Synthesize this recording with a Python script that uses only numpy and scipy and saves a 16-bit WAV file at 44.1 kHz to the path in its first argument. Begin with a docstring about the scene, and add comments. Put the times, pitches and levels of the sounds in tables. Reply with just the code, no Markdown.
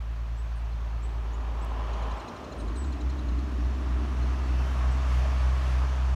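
"""A wooded road. A heavy six-cylinder diesel truck comes up it: the firings boom in the exhaust, drop out
for a gear change, and return rasping and honking while the driveline shudders. Tyre roar swells twice,
the second time as a pickup rushes past with a few brief whines. Small birds chip and twitter in the
trees, which scatter their calls into a short tail. One tiny tick sounds close by, over a faint hiss."""
import sys
import numpy as np
from scipy import signal
from scipy.fft import rfft, irfft, next_fast_len
from scipy.io import wavfile
from scipy.ndimage import map_coordinates

SR = 44100
rng = np.random.default_rng(int(sys.argv[2]) if len(sys.argv) > 2 else 0)


def master_out(mix):
    """Clip the mix to full scale and print it as 16-bit PCM to the path in sys.argv[1]."""
    frames = np.transpose(np.atleast_2d(mix))
    ceiling = np.clip(frames, -1, 1)
    pcm = np.round(ceiling * 32767).astype(np.int16)
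    wavfile.write(sys.argv[1], SR, pcm)


N = 271215

# The gear change: the throttle lifts, then opens again and the truck pulls.
LIFT_S, LIFT_FALL_S, PULL_S, PULL_RISE_S = 2.128, .16, 2.45, .2


def amp(db):
    """Decibels to gain."""
    return 10 ** (np.asarray(db) / 20)


def unit(x):
    """Scale to rms 1."""
    return x / np.sqrt(np.mean(x ** 2) + 1e-20)


def along(points, hz):
    """Read (Hz, value) points on a log frequency axis."""
    point_hz, values = np.transpose(points)
    return np.interp(np.log(hz + 1), np.log(point_hz + 1), values)


def curves(rows):
    """An automation curve for each column after the time."""
    times, *columns = np.transpose(rows)
    return [np.interp(np.arange(N) / SR, times, column) for column in columns]


def ramp(s, length):
    """A rise from 0 to 1, starting at s seconds."""
    return np.clip((np.arange(N) / SR - s) / length, 0, 1)


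def bump(s, half_length):
    """A bell-shaped swell of height 1 around s seconds."""
    return np.exp(-((np.arange(N) / SR - s) / half_length) ** 2 / 2)


def wobble(rate):
    """A smooth random curve, rate knots a second."""
    knots = rng.standard_normal(int(N * rate / SR) + 4)
    return map_coordinates(knots, [np.arange(N) * rate / SR])


def filtered(x, response):
    """Equalise x with a gain that depends on frequency."""
    size = next_fast_len(N + SR // 2)
    return irfft(rfft(x, size) * response(np.fft.rfftfreq(size, 1 / SR)), size)[:N]


def rush(spectrum, gate=1):
    """Gated turbulence coloured by (Hz, dB) points, rms 1."""
    return unit(filtered(gate * rng.standard_normal(N), lambda hz: amp(along(spectrum, hz))))


def ring(centre_hz, width_hz):
    """Noise in one resonance, rms 1."""
    noise = rng.standard_normal(N)
    return unit(filtered(noise, lambda hz: 1 / (1 + ((hz - centre_hz) / (.62 * width_hz)) ** 4)))


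def add(track, s, sound):
    """Mix a sound into the track at s seconds."""
    part = track[round(s * SR):][:len(sound)]
    part += sound[:len(part)]


def engine(shudder_s=2.85, shudder_hz=3.27, swing_hz=4.8, decay_s=.9, lag_s=.028):
    """Firing count and boom level in dB: the throttle shuts, reopens and sets the driveline rocking."""
    # The engine's mean run. Each row: time in seconds, firing rate in Hz, boom level in dB.
    mean_run = [(0, 56.3, -31.5), (1.2, 55.7, -30), (2.1, 55.2, -30), (2.62, 54.1, -29), (2.78, 63, -31.5),
                (2.92, 64.35, -26.5), (3.2, 62.8, -28.5), (4.4, 63.16, -26.2), (5.2, 63.3, -23.5),
                (6.15, 64.16, -25)]
    firing_hz, boom_db = curves(mean_run)
    since = np.arange(N) / SR - shudder_s
    pulling = ramp(PULL_S, PULL_RISE_S)
    shut = ramp(LIFT_S, LIFT_FALL_S) - pulling
    shudder = pulling * (.15 + .85 * np.exp(-np.maximum(since, 0) / decay_s))  # a little stays
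    rock = np.cos(2 * np.pi * shudder_hz * since)
    firings = np.cumsum(firing_hz + swing_hz * shudder * rock) / SR
    # Once the clutch grips, the boom is loudest when the engine is held back.
    held_back = -np.cos(2 * np.pi * shudder_hz * (since - lag_s))
    surge_db = 3.3 * ramp(shudder_s, PULL_RISE_S) * np.sqrt(shudder) * held_back
    stumble_db = -10.5 * bump(2.99, .029)  # one dip as the load comes on
    return firings, boom_db - 25 * shut + surge_db + stumble_db


def puffs(firings, decay, scatter_db):
    """A burst at each firing, its decay given in firing periods; the six cylinders differ."""
    index = firings.astype(int)
    unevenness = rng.standard_normal(6)[index % 6] + rng.standard_normal(1000)[index]
    return unit(amp(scatter_db * unevenness) * np.exp(-(firings % 1) / decay))


def exhaust(firings, boom_db, hold_s=1.2, release_s=.94):
    """The muffler rounds the firings to a boom; gas rasps out with each, and under load the pipe honks."""
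    # The colour of the rasping gas. Each row: frequency in Hz, level in dB.
    rasp_colour = [(22, -21), (45, -21), (75, 9), (100, -2), (160, -4), (215, 0.5), (250, 0), (290, 0),
                   (335, -4.5), (375, -4.5), (470, -14), (650, -19), (1500, -72), (3000, -120)]
    # The rasp's fader. Each row: time in seconds, level in dB.
    rasp_fader = [(0, -56.5), (0.8, -55), (1.1, -49.5), (2.2, -45.5), (2.65, -40.5), (3.05, -44.5),
                  (3.25, -41.5), (4.4, -40.5), (5.4, -46), (6.15, -47)]
    # The pipe's resonances. Each row: centre in Hz, width in Hz, level in dB at full pull.
    pipe_modes = [(220, 27, -54), (294, 50, -47.5), (369, 61, -54.5)]
    rasp_db, = curves(rasp_fader)
    phase = 2 * np.pi * firings
    # Uneven cylinders throb once per engine cycle, most before the gear change.
    first_gear = 1 - ramp(LIFT_S, .7)
    throb = amp(-29 + 12.5 * first_gear + 1.4 * wobble(5.1))
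    boom = np.sin(phase) + throb * np.sin(phase * 7 / 6 + .6 * wobble(4))
    boom += amp(-26) * np.sin(phase * 5 / 6 + wobble(5))
    overtones = np.sin(2 * phase + .3 * wobble(12))
    overtones += amp(-15 + .92 * first_gear) * np.sin(3 * phase + wobble(12))
    rasp = rush(rasp_colour, puffs(firings, decay=1, scatter_db=.3))
    effort = ramp(PULL_S, PULL_RISE_S) - ramp(PULL_S + PULL_RISE_S + hold_s, release_s)
    honk = effort * sum(amp(db) * ring(hz, width_hz) for hz, width_hz, db in pipe_modes)
    # No two firings are quite alike: a low flutter follows the boom.
    flutter = rush([(20, -51), (45, -11), (80, 0), (145, -5), (180, -9.5), (260, -34), (600, -120)])
    # The overtones swing wider than the boom and sink in a hard pull.
    overtone_db = boom_db.mean() - 17.5 + 1.06 * (boom_db - boom_db.mean())
    overtone_db += -3.5 * effort + 1.16 * wobble(4.6)
    tones = amp(boom_db) * boom + amp(overtone_db) * overtones
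    return np.sqrt(2) * tones + amp(rasp_db) * rasp + honk + amp(boom_db - 20) * flutter


def patchy(x, depth_db):
    """Paths through moving air and foliage fade in patches of time and frequency."""
    spectrum = signal.stft(x, nperseg=1024)[2]
    patch = np.outer(np.hanning(9), np.hanning(13))
    fading = signal.fftconvolve(rng.standard_normal(spectrum.shape), patch, "same")
    return unit(signal.istft(spectrum * amp(depth_db * unit(fading)), nperseg=1024)[1][:N])


def tyres(firings, far_roar_db=-56, far_hiss_db=-57.5, far_fizz_db=-68.5, foliage_db_per_s=.88):
    """Two pass-bys swell over far traffic, fading with distance and foliage; diesel knock pulses in it."""
    # The pass-bys. Each row: time when nearest in seconds, seconds for distance alone to take
    # off 3 dB, then peak levels of roar, hiss and fizz in dB.
    passes = [(2.0, 0.32, -41, -52, -64), (5.35, 1.17, -42, -47.5, -56)]
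    # Tyre colours: the first vehicle's roar, the roar of pickup and far traffic, hiss, top-end fizz.
    # Each row: frequency in Hz, level in dB.
    first_roar = [(100, -120), (200, -24), (400, 0), (520, -4.5), (600, -0.5), (700, -1.5), (830, -1.5),
                  (1000, 0), (1250, -3), (1500, -15), (2200, -43), (4000, -120)]
    pickup_roar = [(100, -120), (280, -29), (410, -2.5), (510, -6.5), (600, 2), (690, 1.5), (790, -1),
                   (950, 0), (1120, 2), (1300, -1), (1550, -10.5), (2200, -35), (4000, -120)]
    hiss_colour = [(790, -39), (1350, -4), (1700, -2), (2050, -6), (2650, -6.5), (3800, -13), (4940, -27.5),
                   (8360, -120)]
    fizz_colour = [(1500, -120), (2500, -19), (3600, -17.5), (4350, 2), (4900, -2.5), (5350, 0.5),
                   (6200, -1.5), (7000, -6), (7900, -10.5), (9500, -12), (10500, -18), (12000, -18.5),
                   (15600, -37)]
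    # The first vehicle's tread sings when near. Each row: centre in Hz, width in Hz, peak level in dB.
    tread_tones = [(820, 27, -51.5), (1020, 59, -48), (2980, 670, -57)]
    # The pickup's tyres brighten in the open. Each row: centre and half length in seconds,
    # treble lift in dB, sparkle level in dB.
    clearings = [(4.68, 0.13, 0.5, -73), (5.16, 0.059, 2, -68), (5.698, 0.072, 2, -74)]
    t = np.arange(N) / SR
    knock = 2.5 + .18 * puffs(firings, decay=.46, scatter_db=3)
    nearness = [amp(-foliage_db_per_s * np.abs(t - s)) / np.hypot(1, (t - s) / half_s)
                for s, half_s, *_ in passes]
    tread = nearness[0] ** 2 * sum(amp(db) * ring(hz, width_hz) for hz, width_hz, db in tread_tones)
    roar = amp(far_roar_db) * rush(pickup_roar, knock)
    hiss_power, fizz_power = amp(far_hiss_db) ** 2, amp(far_fizz_db) ** 2
    for vehicle, near, colour in zip(passes, nearness, (first_roar, pickup_roar)):
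        roar_db, hiss_db, fizz_db = vehicle[2:]
        roar += amp(roar_db) * near * patchy(rush(colour, knock), depth_db=.56)
        hiss_power += (amp(hiss_db) * near) ** 2
        fizz_power += (amp(fizz_db) * near) ** 2
    hiss = np.sqrt(hiss_power) * patchy(rush(hiss_colour, knock), depth_db=.76)
    fizz = np.sqrt(fizz_power) * patchy(rush(fizz_colour), depth_db=1.3)
    open_db = sum(lift_db * bump(s, half_s) for s, half_s, lift_db, _ in clearings)
    sparkle_gain = sum(amp(db) * bump(s, half_s) for s, half_s, _, db in clearings)
    sparkle = rush([(4000, -120), (7500, -10), (9500, 0), (11500, 0), (15700, -9)])
    return roar + tread + amp(open_db) * (hiss + fizz) + sparkle_gain * sparkle


def air():
    """A faint, steady bed of high hiss."""
    # The bed's colour. Each row: frequency in Hz, level in dB.
    air_colour = [(2000, -16), (4000, 8.5), (6500, -5), (9000, -7.5), (10500, -13), (11800, -5.5),
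                  (12500, -5), (13300, -5), (15700, -7)]
    return amp(-70.5) * rush(air_colour)


def slide(length, start_hz, end_hz, quaver_hz, bend):
    """A thin call that slides fast, then levels off; a deep quaver makes it buzz."""
    progress = np.linspace(0, 1, int(length * SR))
    hz = start_hz + (end_hz - start_hz) * (1 - np.exp(-bend * progress)) / (1 - np.exp(-bend))
    hz += quaver_hz * wobble(454)[:len(progress)]
    return np.sin(np.pi * progress) * np.sin(2 * np.pi * np.cumsum(hz) / SR)


def chips():
    """One bird repeats a rising tsip; others give single slides and buzzes."""
    # The tsips. Each row: start in seconds, length in seconds, level in dB.
    tsips = [(0.362, .061, -62.5), (1.02, .048, -57), (1.608, 0.033, -58), (2.163, .028, -63),
             (4.907, 0.028, -58)]
    # The other birds. Each row: start and length in seconds, start pitch, end pitch and
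    # quaver depth in Hz, level in dB.
    other_calls = [(.545, 0.062, 9500, 8600, 650, -67), (.716, .025, 4300, 4180, 60, -60),
                   (1.321, .04, 5900, 6950, 217, -60), (2.574, .054, 10700, 8360, 480, -58.5),
                   (2.749, .088, 8800, 7720, 90, -50.5), (2.843, 0.037, 7840, 6940, 350, -60),
                   (3.64, .025, 4280, 4180, 59.94, -61), (4.215, .027, 4357, 4210, 59.95, -53.5)]
    out = np.zeros(N)
    for s, length, db in tsips:
        add(out, s, amp(db) * slide(length, start_hz=6600, end_hz=8100, quaver_hz=120, bend=3.1))
    for s, length, start_hz, end_hz, quaver_hz, db in other_calls:
        add(out, s, amp(db) * slide(length, start_hz, end_hz, quaver_hz, bend=3))
    return out


def trees(x):
    """Trunks and leaves scatter a short diffuse tail."""
    # The wood's reverb. Each row: frequency in Hz, seconds to die away by 60 dB.
    decay_times = [(100, .3), (1000, 0.56), (8000, 0.48), (15000, 0.046)]
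    hz, t, noise = signal.stft(rng.standard_normal(SR // 2), SR, nperseg=256)
    decay = amp(-60 * t / along(decay_times, hz)[:, None])
    tail = signal.istft(noise * decay, SR, nperseg=256)[1]
    return signal.fftconvolve(x, tail / np.linalg.norm(tail))[:N]


def tick(start_s=1.6487, db=-34, ring_hz=10000, decay_s=.00007):
    """One tiny dry tick close by."""
    out, t = np.zeros(N), np.arange(SR // 100) / SR
    add(out, start_s, amp(db) * np.exp(-t / decay_s) * np.cos(2 * np.pi * ring_hz * t))
    return out


def twitter(start_s=1.929, count=18, note_s=.025, spacing_s=.0787):
    """A run of notes from both sides of the syrinx: one arches, one falls, and they mix into overtones."""
    out, quaver = np.zeros(N), wobble(700)
    progress = np.linspace(0, 1, int(note_s * SR))
    arch_hz = 1500 * np.tanh((1.7 * (progress - .3)) ** 2)
    fall_hz = 2600 * (1.7 * progress - .3) ** 2
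    low_envelope = np.exp(-((progress - .3) / .25) ** 2) + .2 * progress
    note_envelope = np.sqrt(np.abs(np.sin(np.pi * progress)))
    s = start_s
    for k in range(count):
        fade_db = -3 * (k / (count - 1)) ** 8  # the last notes soften
        waver = 1 + .022 * quaver[round(s * SR):][:len(progress)]
        low_hz = waver * (4065 * (1 + .014 * rng.normal()) + 60 - arch_hz)
        high_hz = waver * (7000 * (1 + .024 * rng.normal()) - fall_hz)
        low_phase, high_phase = 2 * np.pi * np.cumsum([low_hz, high_hz], axis=1) / SR
        sum_tone = amp(-25 + 3.5 * rng.normal()) * np.sin(low_phase + high_phase)
        lower = low_envelope * (np.sin(low_phase) + amp(-19) * np.sin(2 * low_phase) + sum_tone)
        upper = amp(-7 + fade_db) * np.sin(high_phase)
        add(out, s, amp(-50 + fade_db + 1.3 * rng.normal()) * note_envelope * (lower + upper))
        s += spacing_s + .00027 * (k - 7) ** 2  # quickest near the middle
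    return out


def shaken(rows):
    """Single resonances, each shaken up for a moment."""
    return sum(amp(db) * bump(s, half_s) * ring(hz, width_hz) for s, half_s, hz, width_hz, db in rows)


def clutch_and_knock():
    """The clutch bites with a brief rush, and the driveline knocks once as it takes up."""
    # The clutch bite, then the driveline knock. Each row: centre and half length in seconds, pitch and width in
    # Hz, level in dB.
    bite_and_knock = [(2.54, .08, 480, 400, -44.5), (3.245, 0.032, 109, 90, -35.5)]
    return shaken(bite_and_knock)


def pickup_whines():
    """Narrow resonances whine briefly as the pickup passes."""
    # The whines. Each row: centre and half length in seconds, pitch and width in Hz, level in dB.
    whines = [(4.58, .08, 2640, 60, -60), (4.64, .067, 3100, 80, -58), (4.85, 0.055, 1097, 45, -45.5),
              (5.256, .02, 615, 86, -44.5), (5.555, 0.037, 1094, 60.4, -49)]
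    return shaken(whines)


def scene():
    """Truck, road and birds over a faint hiss, in mono; only the birds feed the trees' reverb."""
    firings, boom_db = engine()
    traffic = exhaust(firings, boom_db) + tyres(firings) + clutch_and_knock() + pickup_whines()
    run, calls = twitter(), chips()
    birds = run + calls + trees(amp(-13) * run + amp(-9) * calls)
    mix = traffic + birds + tick() + air()
    return mix[None]


def record(dry, top_hz=15770):
    """Both ends fade in a few milliseconds, and a brick-wall low-pass trims the very top."""
    edges = signal.windows.tukey(N, .002)
    return np.array([filtered(dry[0] * edges, lambda hz: hz < top_hz)])


dry = scene()
out = record(dry)
master_out(out)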